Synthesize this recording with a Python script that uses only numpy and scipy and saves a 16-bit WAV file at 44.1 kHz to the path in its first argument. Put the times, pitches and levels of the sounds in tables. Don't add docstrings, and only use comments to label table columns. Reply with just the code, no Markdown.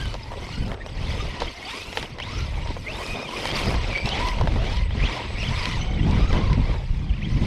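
import sys
import numpy as np
from scipy import signal
from scipy.fft import rfft, irfft, next_fast_len
from scipy.io import wavfile
from scipy.ndimage import uniform_filter1d, map_coordinates

SR = 44100
rng = np.random.default_rng(int(sys.argv[2]) if len(sys.argv) > 2 else 0)


def int16_out(signal):
    q = np.round(np.clip(np.atleast_2d(signal).T, -1, 1) * 32767)
    wavfile.write(sys.argv[1], SR, q.astype(np.int16))


N = 328986

# start_s, buffet_db, flutter_db (relative to the buffet)
WIND_LEVELS = [(0.0, -39, 6), (0.06, -23.5, -8.5), (0.21, -38, -8), (0.39, -34.5, -11), (0.56, -31, -5),
               (0.6, -22, -5), (0.79, -40, -7.5), (1.1, -25, -8.5), (1.29, -30, -16), (1.33, -46, 1.5),
               (1.43, -30.5, -9.5), (1.58, -48.5, -6), (2.01, -37.5, -8), (2.06, -44, -2),
               (2.35, -30.5, -9), (2.43, -21.5, -28), (2.47, -26.5, -12.5), (3.07, -38.5, -6),
               (3.12, -28, -8.5), (3.18, -53, 12.5), (3.28, -44.5, -1.5), (3.66, -30.5, -1.5),
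               (3.74, -25.5, -3), (3.8, -21.5, -25), (3.95, -29.5, -15), (3.99, -47, 1), (4.05, -20, -8),
               (4.09, -31.5, -8.5), (4.24, -26.5, -2.5), (4.3, -30.5, -8), (4.45, -20, -1),
               (4.86, -25.5, -15.5), (4.88, -22.5, -16.5), (4.97, -23, -5.5), (5.05, -19.5, -20),
               (5.15, -39, -2), (5.38, -24.5, -14), (5.48, -23, 1.5), (5.59, -24, -17), (5.74, -30.5, 1.5),
               (5.77, -23.5, 0.5), (5.86, -27.5, -8.5), (6.0, -20, -0.5), (6.19, -20.5, 0),
               (6.3, -19.5, -7), (6.38, -22.5, 2.5), (6.46, -17, -15.5), (6.54, -20, -4.5), (6.59, -19, -5),
               (6.82, -24.5, -23), (6.94, -20, -16.5), (7.04, -24, -5.5), (7.1, -19.5, -18),
               (7.27, -34.5, 8.5), (7.31, -19.5, -5.5), (7.46, -25.5, 4)]
# frequency_hz, relative_level_db (per Hz)
BUFFET_SPECTRUM = [(12, -11), (25, 3), (45, 3), (80, -2), (130, -8), (250, -32), (400, -74)]
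# frequency_hz, relative_level_db (per Hz)
FLUTTER_SPECTRUM = [(70, -1), (120, 0.5), (200, -3), (300, -13), (500, -29), (900, -78)]
# start_s, gear_rasp_db, chassis_rumble_db, thrown_sand_db
ROLLING_LEVELS = [(0.0, -41.5, -45, -58), (0.14, -41.5, -38.5, -60), (0.23, -47.5, -52, -69),
                  (0.35, -47.5, -39, -64), (0.54, -42, -47, -63.5), (0.73, -48, -34, -60.5),
                  (0.77, -57, -44, -77), (0.83, -47.5, -48.5, -86), (0.87, -56, -38.5, -59),
                  (0.89, -45, -41, -66), (0.98, -46.5, -47.5, -70), (1.14, -38, -39.5, -56.5),
                  (1.39, -41.5, -43, -68), (1.41, -35.5, -31, -62), (1.56, -43.5, -50.5, -61),
                  (1.6, -42, -42, -60), (1.7, -36.5, -47.5, -56), (1.95, -42, -41, -54.5),
                  (1.97, -34.5, -34.5, -48), (2.12, -46.5, -48, -67), (2.18, -48, -40, -75),
                  (2.22, -41.5, -42, -66), (2.39, -37, -41.5, -60), (2.53, -42.5, -42.5, -62),
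                  (2.72, -39.5, -39.5, -67), (2.8, -48.5, -46, -60), (2.89, -40, -38.5, -60),
                  (2.99, -40, -34.5, -53.5), (3.14, -40.5, -44.5, -54), (3.16, -38, -29.5, -58),
                  (3.28, -38.5, -38.5, -57.5), (3.47, -34, -34.5, -47.5), (3.53, -36.5, -32, -56),
                  (3.57, -30, -34.5, -46), (3.66, -34.5, -38, -52), (3.72, -35.5, -30, -49.5),
                  (3.78, -35, -39, -66), (3.89, -33.5, -33, -60), (4.03, -42, -42.5, -65),
                  (4.07, -32.5, -29.5, -51), (4.13, -34, -37, -67), (4.28, -30.5, -30.5, -52),
                  (4.32, -34.5, -35, -57), (4.45, -41.5, -34.5, -67), (4.76, -36, -37.5, -60),
                  (4.88, -46.5, -48.5, -79), (5.03, -36, -35, -79), (5.13, -33, -34, -59),
                  (5.34, -41.5, -41, -72), (5.42, -34.5, -40, -59.5), (5.69, -33, -39.5, -56.5),
                  (5.92, -44, -40.5, -78), (6.21, -39, -32, -63), (6.28, -40.5, -40, -70),
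                  (6.34, -35, -25, -63), (6.44, -38.5, -36, -77), (6.59, -39.5, -37.5, -69),
                  (6.92, -49.5, -48.5, -69.5), (7.17, -49, -50.5, -78), (7.46, -40, -40.5, -61)]
# frequency_hz, relative_level_db (per Hz)
RASP_SPECTRUM = [(880, 9), (1500, 0.5), (1740, -1), (1930, 9.5), (2260, 9.5), (2680, 6.5), (3040, 6.5),
                 (3630, 4.5), (5070, -2.5), (7390, -17.5), (7700, -20.5), (10000, -22.5), (16900, -120)]
# frequency_hz, relative_level_db (per Hz)
RUMBLE_SPECTRUM = [(180, -3), (300, -1), (428, -0.5), (513, -0.5), (788, -5.5), (972, -9), (1180, -12),
                   (1470, -16.5), (1700, -14), (2210, -37), (3740, -120)]
# frequency_hz, relative_level_db (per Hz)
SAND_SPECTRUM = [(5000, -9), (7000, -6), (9000, -8), (11000, -10.5), (13000, -17.5), (14500, -27),
                 (15600, -38)]
# frequency_hz, relative_level_db (per Hz)
CAN_SPECTRUM = [(4200, -9), (4800, -6), (5200, -5.5), (5600, -13), (6400, -13)]
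# start_s, clack_db, thud_db and high_clack_db (relative to the clack)
KNOCK_TIMES = [(0.141, -14.5, 5, -8), (.151, -21, 10, -17), (.318, -17.5, 10.5, -19), (.337, -23, 13, -15),
               (.489, -25.5, 11, -8), (0.68, -27, 6, -2), (.716, -10.5, 0.5, -25), (.742, -16.5, -2, -16),
               (.862, -15, 4, -16), (1.403, -11, -5, -5), (1.419, -6, 7.5, -15), (1.927, -10, -2, -18),
               (1.972, 2.5, -4, -18), (2.027, -5, -5.5, -15), (2.185, -14, 3, -13), (2.2, -5.5, -0.5, -18),
               (2.406, -9, -26, -14), (2.575, -27, 13, -15), (2.659, -24, 14.5, -17), (2.673, -12, -3, -15),
               (2.704, -21, 13, -15), (2.766, -17, 8, -27), (3.064, -21, -10, 1), (3.454, -1, 0, -16),
               (3.474, -6, -12, -15), (3.489, -5, -2, -17.5), (3.514, -2.5, -15, -14.5),
               (3.556, -10, -10, -12), (3.566, -2, -12, -16), (3.975, -4.5, -10, -16),
               (4.057, -8, -5, -6.5), (4.072, -19.5, 17.5, -9), (4.09, -12.5, -12, -1),
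               (4.263, -22, -10, -14), (4.286, -9, -13, -8), (4.385, -8, -2, -20), (4.411, -14.5, 17, -6),
               (4.473, -6, 7, -21), (4.56, -21, 13.5, -20), (4.769, -15, -15, -8), (4.907, -12, -3, -28),
               (4.95, -28, 17, -16), (5.655, -1, -13, -12), (6.11, -25, -5, 3), (6.328, -9, -6, -13),
               (6.38, -20, 12, -17), (6.53, -9, -17, -13), (6.741, -19, 10, -16), (7.22, -20, -10, -31)]
# frequency_hz, width_hz, level_db
SHELL_MODES = [(512, 113, -2), (934, 230, -3), (1950, 440, -7.5), (3200, 170, -5), (3850, 390, 5.5),
               (5000, 1300, 2)]
# start_s, pitch_hz
WHISTLE_PITCH = [(0.0, 8050.0), (0.5, 8035.0), (1.2, 8060.0), (1.8, 8035.0), (2.3, 8075.0), (2.9, 8070.0),
                 (3.5, 7990.0), (4.2, 7920.0), (4.5, 7960.0), (4.95, 8030.0), (5.5, 7945.0), (6.1, 7890.0),
                 (6.6, 7940.0), (7.0, 8000.0), (7.46, 8030.0)]
# start_s, rms_level_db
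WHISTLE_LEVEL = [(0, -60), (.18, -83), (.3, -68), (.58, -65), (.71, -85), (.8, -70), (1.2, -66),
                 (1.52, -71), (1.7, -64), (2.2, -72), (3.0, -64), (4.33, -62), (4.43, -84), (4.55, -72),
                 (5.5, -62), (6.2, -70), (6.5, -73), (7.3, -78), (7.46, -80)]
# frequency_hz, gain_db
SHELL_RADIATION = [(600, -2), (860, -2), (980, 4), (1100, -1), (1300, -5), (1800, -6), (2100, -2),
                   (2500, 0), (3200, -1), (3800, -8), (4600, -11), (5200, -5), (6000, -10), (7000, -22),
                   (11000, -34)]
# start_s, whine_pitch_hz,
# mesh_db, mesh_octave_db, whine_db, whine_octave_db, whine_third_multiple_db
DRIVE_STATE = [(0.0, 1640.0, -51.0, -52.0, -34.0, -45.0, -45.0),
               (0.04, 1560.0, -55.0, -50.0, -34.0, -48.0, -41.0),
               (0.1, 1550.0, -48.0, -50.0, -55.0, -45.0, -38.0),
               (0.13, 1470.0, -57.0, -48.0, -54.0, -52.0, -39.0),
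               (0.17, 970.0, -54.0, -54.0, -56.0, -48.0, -53.0),
               (0.25, 860.0, -53.0, -53.0, -46.0, -62.0, -66.0),
               (0.33, 950.0, -55.0, -47.0, -50.0, -52.0, -55.0),
               (0.45, 1040.0, -55.0, -50.0, -53.0, -47.0, -53.0),
               (0.5, 1250.0, -58.0, -39.0, -46.0, -62.0, -55.0),
               (0.53, 1400.0, -56.0, -48.0, -47.0, -46.0, -38.0),
               (0.57, 1430.0, -60.0, -53.0, -43.0, -46.0, -40.0),
               (0.62, 1530.0, -51.0, -54.0, -49.0, -47.0, -48.0),
               (0.7, 1340.0, -63.0, -49.0, -50.0, -59.0, -48.0),
               (0.74, 900.0, -52.0, -56.0, -54.0, -44.0, -57.0),
               (0.78, 450.0, -61.0, -66.0, -55.0, -64.0, -59.0),
               (0.8, 440.0, -45.0, -57.0, -58.0, -63.0, -59.0),
               (0.82, 455.0, -31.0, -52.0, -58.0, -63.0, -58.0),
               (0.833, 440.0, -42.0, -57.0, -57.0, -63.0, -57.0),
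               (0.845, 570.0, -46.0, -60.0, -55.0, -59.0, -57.0),
               (0.865, 690.0, -42.0, -46.0, -42.0, -58.0, -61.0),
               (0.9, 750.0, -52.0, -53.0, -54.0, -60.0, -62.0),
               (0.94, 570.0, -58.0, -58.0, -57.0, -62.0, -58.0),
               (0.98, 430.0, -40.0, -47.0, -57.0, -64.0, -61.0),
               (1.0, 490.0, -40.0, -58.0, -56.0, -69.0, -59.0),
               (1.02, 580.0, -45.0, -49.0, -45.0, -62.0, -57.0),
               (1.05, 780.0, -44.0, -50.0, -49.0, -57.0, -59.0),
               (1.08, 960.0, -38.0, -40.0, -50.0, -44.0, -47.0),
               (1.1, 1050.0, -43.0, -38.0, -50.0, -41.0, -49.0),
               (1.115, 740.0, -39.0, -50.0, -54.0, -55.0, -56.0),
               (1.15, 1270.0, -43.0, -36.0, -53.0, -50.0, -50.0),
               (1.18, 1200.0, -45.0, -46.0, -43.0, -50.0, -43.0),
               (1.21, 1240.0, -47.0, -44.0, -38.0, -50.0, -36.0),
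               (1.24, 1230.0, -49.0, -46.0, -53.0, -56.0, -52.0),
               (1.3, 960.0, -53.0, -49.0, -65.0, -43.0, -50.0),
               (1.38, 1010.0, -46.0, -43.0, -47.0, -44.0, -54.0),
               (1.435, 950.0, -52.0, -50.0, -54.0, -56.0, -54.0),
               (1.45, 900.0, -34.0, -48.0, -54.0, -56.0, -54.0),
               (1.462, 740.0, -36.0, -46.0, -54.0, -56.0, -54.0),
               (1.475, 700.0, -42.0, -52.0, -54.0, -56.0, -54.0),
               (1.487, 750.0, -37.0, -52.0, -54.0, -56.0, -54.0),
               (1.51, 720.0, -55.0, -56.0, -54.0, -56.0, -54.0),
               (1.6, 690.0, -60.0, -60.0, -49.0, -57.0, -46.0),
               (1.65, 740.0, -52.0, -56.0, -48.0, -54.0, -47.0),
               (1.668, 745.0, -31.0, -50.0, -44.0, -54.0, -47.0),
               (1.69, 850.0, -38.0, -50.0, -44.0, -46.0, -48.0),
               (1.71, 920.0, -30.0, -49.0, -46.0, -39.0, -49.0),
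               (1.73, 980.0, -44.0, -46.0, -46.0, -38.0, -48.0),
               (1.77, 1210.0, -38.0, -38.0, -46.0, -41.0, -46.0),
               (1.85, 1310.0, -57.0, -39.0, -57.0, -45.0, -36.0),
               (1.9, 1360.0, -48.0, -38.0, -53.0, -47.0, -41.0),
               (2.0, 1350.0, -47.0, -38.0, -46.0, -52.0, -40.0),
               (2.05, 780.0, -48.0, -55.0, -45.0, -51.0, -47.0),
               (2.06, 720.0, -40.0, -56.0, -54.0, -56.0, -54.0),
               (2.075, 690.0, -59.0, -62.0, -59.0, -58.0, -59.0),
               (2.17, 500.0, -58.0, -60.0, -54.0, -56.0, -54.0),
               (2.2, 480.0, -41.0, -52.0, -43.0, -46.0, -51.0),
               (2.215, 560.0, -41.0, -50.0, -54.0, -56.0, -54.0),
               (2.235, 800.0, -39.0, -46.0, -55.0, -53.0, -56.0),
               (2.27, 970.0, -42.0, -52.0, -45.0, -40.0, -58.0),
               (2.33, 1260.0, -41.0, -47.0, -41.0, -49.0, -51.0),
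               (2.43, 1410.0, -51.0, -46.0, -44.0, -45.0, -44.0),
               (2.5, 990.0, -54.0, -46.0, -61.0, -49.0, -60.0),
               (2.57, 740.0, -51.0, -52.0, -44.0, -59.0, -47.0),
               (2.62, 920.0, -49.0, -43.0, -52.0, -55.0, -54.0),
               (2.675, 980.0, -49.0, -39.0, -44.0, -56.0, -55.0),
               (2.7, 1020.0, -54.0, -38.0, -48.0, -48.0, -57.0),
               (2.8, 700.0, -64.0, -57.0, -57.0, -57.0, -58.0),
               (2.84, 485.0, -43.0, -58.0, -54.0, -54.0, -57.0),
               (2.88, 490.0, -30.0, -55.0, -47.0, -64.0, -55.0),
               (2.895, 640.0, -36.0, -52.0, -37.0, -46.0, -53.0),
               (2.915, 660.0, -35.0, -48.0, -53.0, -55.0, -55.0),
               (2.93, 850.0, -38.0, -46.0, -53.0, -54.0, -50.0),
               (2.97, 880.0, -34.0, -49.0, -43.0, -52.0, -56.0),
               (3.0, 980.0, -42.0, -33.0, -41.0, -50.0, -58.0),
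               (3.03, 1200.0, -36.0, -40.0, -44.0, -41.0, -54.0),
               (3.1, 1250.0, -53.0, -40.0, -43.0, -38.0, -40.0),
               (3.18, 1240.0, -41.0, -43.0, -46.0, -36.0, -43.0),
               (3.26, 1230.0, -49.0, -46.0, -48.0, -41.0, -42.0),
               (3.3, 970.0, -50.0, -36.0, -38.0, -52.0, -42.0),
               (3.35, 1050.0, -46.0, -43.0, -39.0, -43.0, -47.0),
               (3.37, 1250.0, -54.0, -42.0, -44.0, -36.0, -48.0),
               (3.43, 1210.0, -44.0, -35.0, -50.0, -43.0, -47.0),
               (3.46, 760.0, -35.0, -46.0, -36.0, -46.0, -36.0),
               (3.49, 740.0, -46.0, -52.0, -48.0, -47.0, -49.0),
               (3.512, 750.0, -32.0, -52.0, -48.0, -47.0, -49.0),
               (3.57, 1100.0, -44.0, -38.0, -39.0, -34.0, -48.0),
               (3.635, 1230.0, -45.0, -39.0, -43.0, -39.0, -39.0),
               (3.695, 1250.0, -38.0, -40.0, -47.0, -47.0, -48.0),
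               (3.85, 840.0, -48.0, -45.0, -46.0, -47.0, -51.0),
               (3.89, 620.0, -41.0, -55.0, -38.0, -48.0, -47.0),
               (3.93, 560.0, -32.0, -37.0, -50.0, -54.0, -49.0),
               (3.98, 560.0, -31.0, -32.0, -44.0, -55.0, -50.0),
               (4.03, 560.0, -35.0, -33.0, -52.0, -56.0, -51.0),
               (4.06, 640.0, -33.0, -39.0, -46.0, -49.0, -48.0),
               (4.12, 720.0, -31.0, -47.0, -34.0, -49.0, -39.0),
               (4.16, 830.0, -34.0, -47.0, -36.0, -49.0, -51.0),
               (4.2, 970.0, -37.0, -32.0, -34.0, -38.0, -50.0),
               (4.27, 1010.0, -39.0, -35.0, -31.0, -38.0, -48.0),
               (4.36, 950.0, -49.0, -38.0, -41.0, -51.0, -51.0),
               (4.45, 1010.0, -52.0, -56.0, -46.0, -52.0, -55.0),
               (4.56, 600.0, -48.0, -54.0, -46.0, -54.0, -45.0),
               (4.62, 660.0, -41.0, -51.0, -36.0, -53.0, -53.0),
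               (4.67, 750.0, -39.0, -49.0, -40.0, -52.0, -43.0),
               (4.72, 830.0, -44.0, -42.0, -41.0, -50.0, -50.0),
               (4.8, 1030.0, -46.0, -45.0, -48.0, -41.0, -53.0),
               (4.88, 1000.0, -57.0, -48.0, -54.0, -48.0, -63.0),
               (4.91, 740.0, -47.0, -67.0, -51.0, -57.0, -48.0),
               (4.94, 850.0, -38.0, -59.0, -56.0, -54.0, -58.0),
               (4.965, 880.0, -45.0, -58.0, -55.0, -49.0, -56.0),
               (4.98, 500.0, -52.0, -58.0, -49.0, -51.0, -50.0),
               (5.012, 520.0, -30.0, -42.0, -46.0, -47.0, -49.0),
               (5.043, 610.0, -32.0, -36.0, -40.0, -52.0, -48.0),
               (5.05, 840.0, -36.0, -44.0, -41.0, -49.0, -50.0),
               (5.062, 700.0, -31.0, -43.0, -42.0, -50.0, -50.0),
               (5.078, 820.0, -30.0, -40.0, -39.0, -48.0, -51.0),
               (5.105, 1020.0, -46.0, -40.0, -34.0, -42.0, -50.0),
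               (5.125, 1230.0, -35.0, -40.0, -48.0, -40.0, -47.0),
               (5.17, 1000.0, -48.0, -42.0, -39.0, -41.0, -52.0),
               (5.3, 810.0, -57.0, -54.0, -54.0, -51.0, -47.0),
               (5.36, 530.0, -39.0, -48.0, -55.0, -59.0, -52.0),
               (5.383, 580.0, -32.0, -42.0, -45.0, -56.0, -52.0),
               (5.398, 700.0, -39.0, -35.0, -46.0, -52.0, -53.0),
               (5.417, 685.0, -36.0, -35.0, -46.0, -52.0, -53.0),
               (5.432, 585.0, -31.0, -36.0, -40.0, -46.0, -50.0),
               (5.448, 820.0, -41.0, -51.0, -52.0, -50.0, -52.0),
               (5.462, 770.0, -32.0, -51.0, -52.0, -50.0, -52.0),
               (5.48, 720.0, -37.0, -51.0, -52.0, -50.0, -52.0),
               (5.52, 980.0, -50.0, -42.0, -43.0, -39.0, -52.0),
               (5.55, 1000.0, -35.0, -40.0, -47.0, -39.0, -44.0),
               (5.58, 1290.0, -35.0, -41.0, -40.0, -40.0, -44.0),
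               (5.62, 1000.0, -44.0, -40.0, -40.0, -37.0, -51.0),
               (5.7, 990.0, -45.0, -40.0, -45.0, -40.0, -50.0),
               (5.77, 960.0, -38.0, -48.0, -41.0, -39.0, -54.0),
               (5.8, 720.0, -43.0, -37.0, -41.0, -50.0, -43.0),
               (5.93, 760.0, -45.0, -46.0, -42.0, -52.0, -45.0),
               (6.0, 680.0, -45.0, -62.0, -50.0, -52.0, -43.0),
               (6.1, 890.0, -43.0, -43.0, -39.0, -45.0, -56.0),
               (6.2, 1120.0, -44.0, -46.0, -43.0, -44.0, -47.0),
               (6.3, 1330.0, -49.0, -46.0, -37.0, -46.0, -35.0),
               (6.318, 990.0, -45.0, -40.0, -41.0, -39.0, -52.0),
               (6.4, 990.0, -50.0, -52.0, -44.0, -43.0, -55.0),
               (6.45, 1130.0, -50.0, -52.0, -41.0, -44.0, -50.0),
               (6.52, 990.0, -48.0, -44.0, -39.0, -46.0, -53.0),
               (6.6, 900.0, -52.0, -54.0, -42.0, -51.0, -56.0),
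               (6.69, 1210.0, -48.0, -51.0, -50.0, -46.0, -55.0),
               (6.75, 920.0, -45.0, -48.0, -43.0, -44.0, -61.0),
               (6.82, 850.0, -62.0, -53.0, -49.0, -57.0, -64.0),
               (6.9, 1000.0, -52.0, -55.0, -67.0, -58.0, -58.0),
               (7.0, 800.0, -57.0, -63.0, -55.0, -61.0, -54.0),
               (7.08, 780.0, -55.0, -62.0, -54.0, -56.0, -54.0),
               (7.097, 740.0, -44.0, -62.0, -54.0, -56.0, -54.0),
               (7.112, 550.0, -44.0, -62.0, -54.0, -56.0, -54.0),
               (7.13, 530.0, -48.0, -66.0, -54.0, -56.0, -54.0),
               (7.163, 740.0, -45.0, -60.0, -54.0, -56.0, -54.0),
               (7.182, 510.0, -44.0, -62.0, -54.0, -56.0, -54.0),
               (7.2, 420.0, -50.0, -64.0, -54.0, -56.0, -54.0),
               (7.221, 470.0, -33.0, -60.0, -54.0, -56.0, -54.0),
               (7.238, 740.0, -38.0, -52.0, -54.0, -56.0, -54.0),
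               (7.255, 790.0, -39.0, -52.0, -54.0, -56.0, -54.0),
               (7.27, 790.0, -54.0, -52.0, -54.0, -56.0, -54.0),
               (7.3, 1000.0, -55.0, -44.0, -57.0, -50.0, -61.0),
               (7.46, 1050.0, -55.0, -55.0, -50.0, -47.0, -54.0)]

CAN_DB = -11
SAND_USUAL_DB = -24
SNAP_DB = 17
SPRAY_DB = -42
DULL_HZ = 9000
MESH = 4.16
UPPER_DB = -6
FLICKER_DB = 1.2
TOP_HZ = 15600


def amp(db):
    return 10 ** (np.asarray(db) / 20)


def unit(x):
    return x / np.sqrt(np.mean(x ** 2) + 1e-20)


def curves(rows):
    start_s, *columns = np.transpose(rows)
    time_s = np.arange(N) / SR
    return [np.interp(time_s, start_s, column) for column in columns]


def wobble(rate):
    knots = rng.standard_normal(int(N * rate / SR) + 4)
    return map_coordinates(knots, [np.arange(N) * rate / SR])


def filtered(x, response):
    size = next_fast_len(N + SR // 2)
    return irfft(rfft(x, size) * response(np.fft.rfftfreq(size, 1 / SR)), size)[:N]


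def coloured(x, spectrum):
    point_hz, point_db = np.transpose(spectrum)

    def response(hz):
        return amp(np.interp(np.log(hz + 1), np.log(point_hz + 1), point_db, -120, -120))

    return unit(filtered(x, response))


def ring(x, modes):
    def response(hz):
        total = 0
        for k, (centre_hz, width_hz, db) in enumerate(modes):
            damping = 1j * hz * width_hz
            total = total + (-1) ** k * amp(db) * damping / (centre_hz ** 2 - hz ** 2 + damping)
        return total

    return filtered(x, response)


def patchy(depth_db):
    grid = signal.stft(rng.standard_normal(N + SR // 20), nperseg=256)[2]
    patches = uniform_filter1d(rng.standard_normal(grid.shape), 4, 0)
    patches = uniform_filter1d(patches, 5, 1)
    return signal.istft(grid * amp(depth_db * unit(patches)), nperseg=256)[1][:N]


def grit(per_s):
    hit = rng.random(N) < per_s / SR
    return unit(hit * rng.standard_normal(N))


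def tone(hz, db, clean, blur_hz):
    phase = 2 * np.pi * np.cumsum(hz) / SR
    fuzz = unit(wobble(blur_hz)) * np.sin(phase) + unit(wobble(blur_hz)) * np.cos(phase)
    return amp(db) * (np.sqrt(2 * clean) * np.sin(phase) + np.sqrt(1 - clean) * fuzz)


def wind():
    buffet_db, flutter_db = curves(WIND_LEVELS)
    lumps = wobble(18)
    buffet = coloured(rng.standard_normal(N), BUFFET_SPECTRUM)
    buffet = unit(amp(0.54 * lumps) * buffet)
    flutter = coloured(rng.standard_normal(N), FLUTTER_SPECTRUM)
    flutter = unit(amp(0.78 * lumps + 3.4 * wobble(35)) * flutter)
    return amp(buffet_db) * (buffet + amp(flutter_db) * flutter)


def rolling():
    rasp_db, rumble_db, sand_db = curves(ROLLING_LEVELS)
    jolt_db = 1.03 * wobble(12) + 0.22 * wobble(25) + 0.11 * wobble(77)
    stones = grit(per_s=200)
    rasp = coloured(patchy(depth_db=3.0) + 0.29 * stones, RASP_SPECTRUM)
    rumble = coloured(patchy(depth_db=3.5) + 0.5 * stones + 0.3 * grit(per_s=40), RUMBLE_SPECTRUM)
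    sand = coloured(patchy(depth_db=4.0) + 0.58 * stones + 0.32 * grit(per_s=1500), SAND_SPECTRUM)
    can = coloured(patchy(depth_db=7.0), CAN_SPECTRUM)
    can_db = CAN_DB + np.minimum(sand_db - rasp_db - SAND_USUAL_DB, 0)
    gears = amp(rasp_db) * (rasp + amp(can_db) * can)
    chassis = amp(rumble_db + 1.3 * wobble(14)) * rumble
    return amp(jolt_db) * (gears + chassis + amp(sand_db) * sand)


def knocks():
    t = np.arange(SR // 20) / SR
    fall_60db_s = np.array([[.03], [.022], [.02], [.025]])
    attack_s = np.array([[.001], [.0005], [.0005], [.003]])
    shape = amp(-60 * t / fall_60db_s) * (1 - np.exp(-t / attack_s))
    blows = np.zeros((4, N + len(t)))
    for start_s, clack_db, thud_db, high_db in KNOCK_TIMES:
        start = round(start_s * SR)
        level = amp(clack_db + np.array([[thud_db], [0], [high_db], [SPRAY_DB]]))
        blows[:, start:start + len(t)] += level * shape * rng.standard_normal((4, len(t)))
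        blows[:3, start + SR // 2000] += amp(SNAP_DB) * level[:3, 0]
    shell = sum(ring(blows[k, :N], SHELL_MODES[2 * k:2 * k + 2]) for k in range(3))
    shell = filtered(shell, lambda hz: 1 / (1 + 1j * hz / DULL_HZ) ** 4)
    spray = coloured(blows[3, :N], SAND_SPECTRUM) * np.std(blows[3])
    return shell + spray


def controller():
    return tone(curves(WHISTLE_PITCH)[0], curves(WHISTLE_LEVEL)[0], clean=.3, blur_hz=55)


def motor():
    hz, mesh_db, mesh_octave_db, whine_db, octave_db, third_db = curves(DRIVE_STATE)
    hz = uniform_filter1d(hz, SR // 200)
    hz = hz * (1 + .016 * wobble(50) + .015 * wobble(110))
    gear_turn = 2 * np.pi * np.cumsum(hz) / SR / 3
    beads = unit(amp(3.2 * wobble(70)) * (1 + .4 * np.sin(gear_turn)))
    upper_db = third_db + UPPER_DB
    partials = [(1, whine_db, .35, 130), (2, octave_db, .28, 180), (3, third_db, .3, 160),
                (MESH, mesh_db, .62, 200), (2 * MESH, mesh_octave_db, .38, 260),
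                (5, upper_db, .3, 180), (6, upper_db, .3, 200)]
    total = np.zeros(N)
    for multiple, db, clean, blur_hz in partials:
        shell_db = np.interp(multiple * hz, *np.transpose(SHELL_RADIATION))
        level_db = db + shell_db + FLICKER_DB * wobble(30)
        partial = tone(multiple * hz, level_db, clean, blur_hz)
        total += beads * partial if multiple > 2 else partial
    return total


def scene():
    return (wind() + rolling() + knocks() + controller() + motor())[None]


def record(dry):
    return filtered(dry[0], lambda hz: hz < TOP_HZ)[None]


dry = scene()
out = record(dry)
int16_out(out)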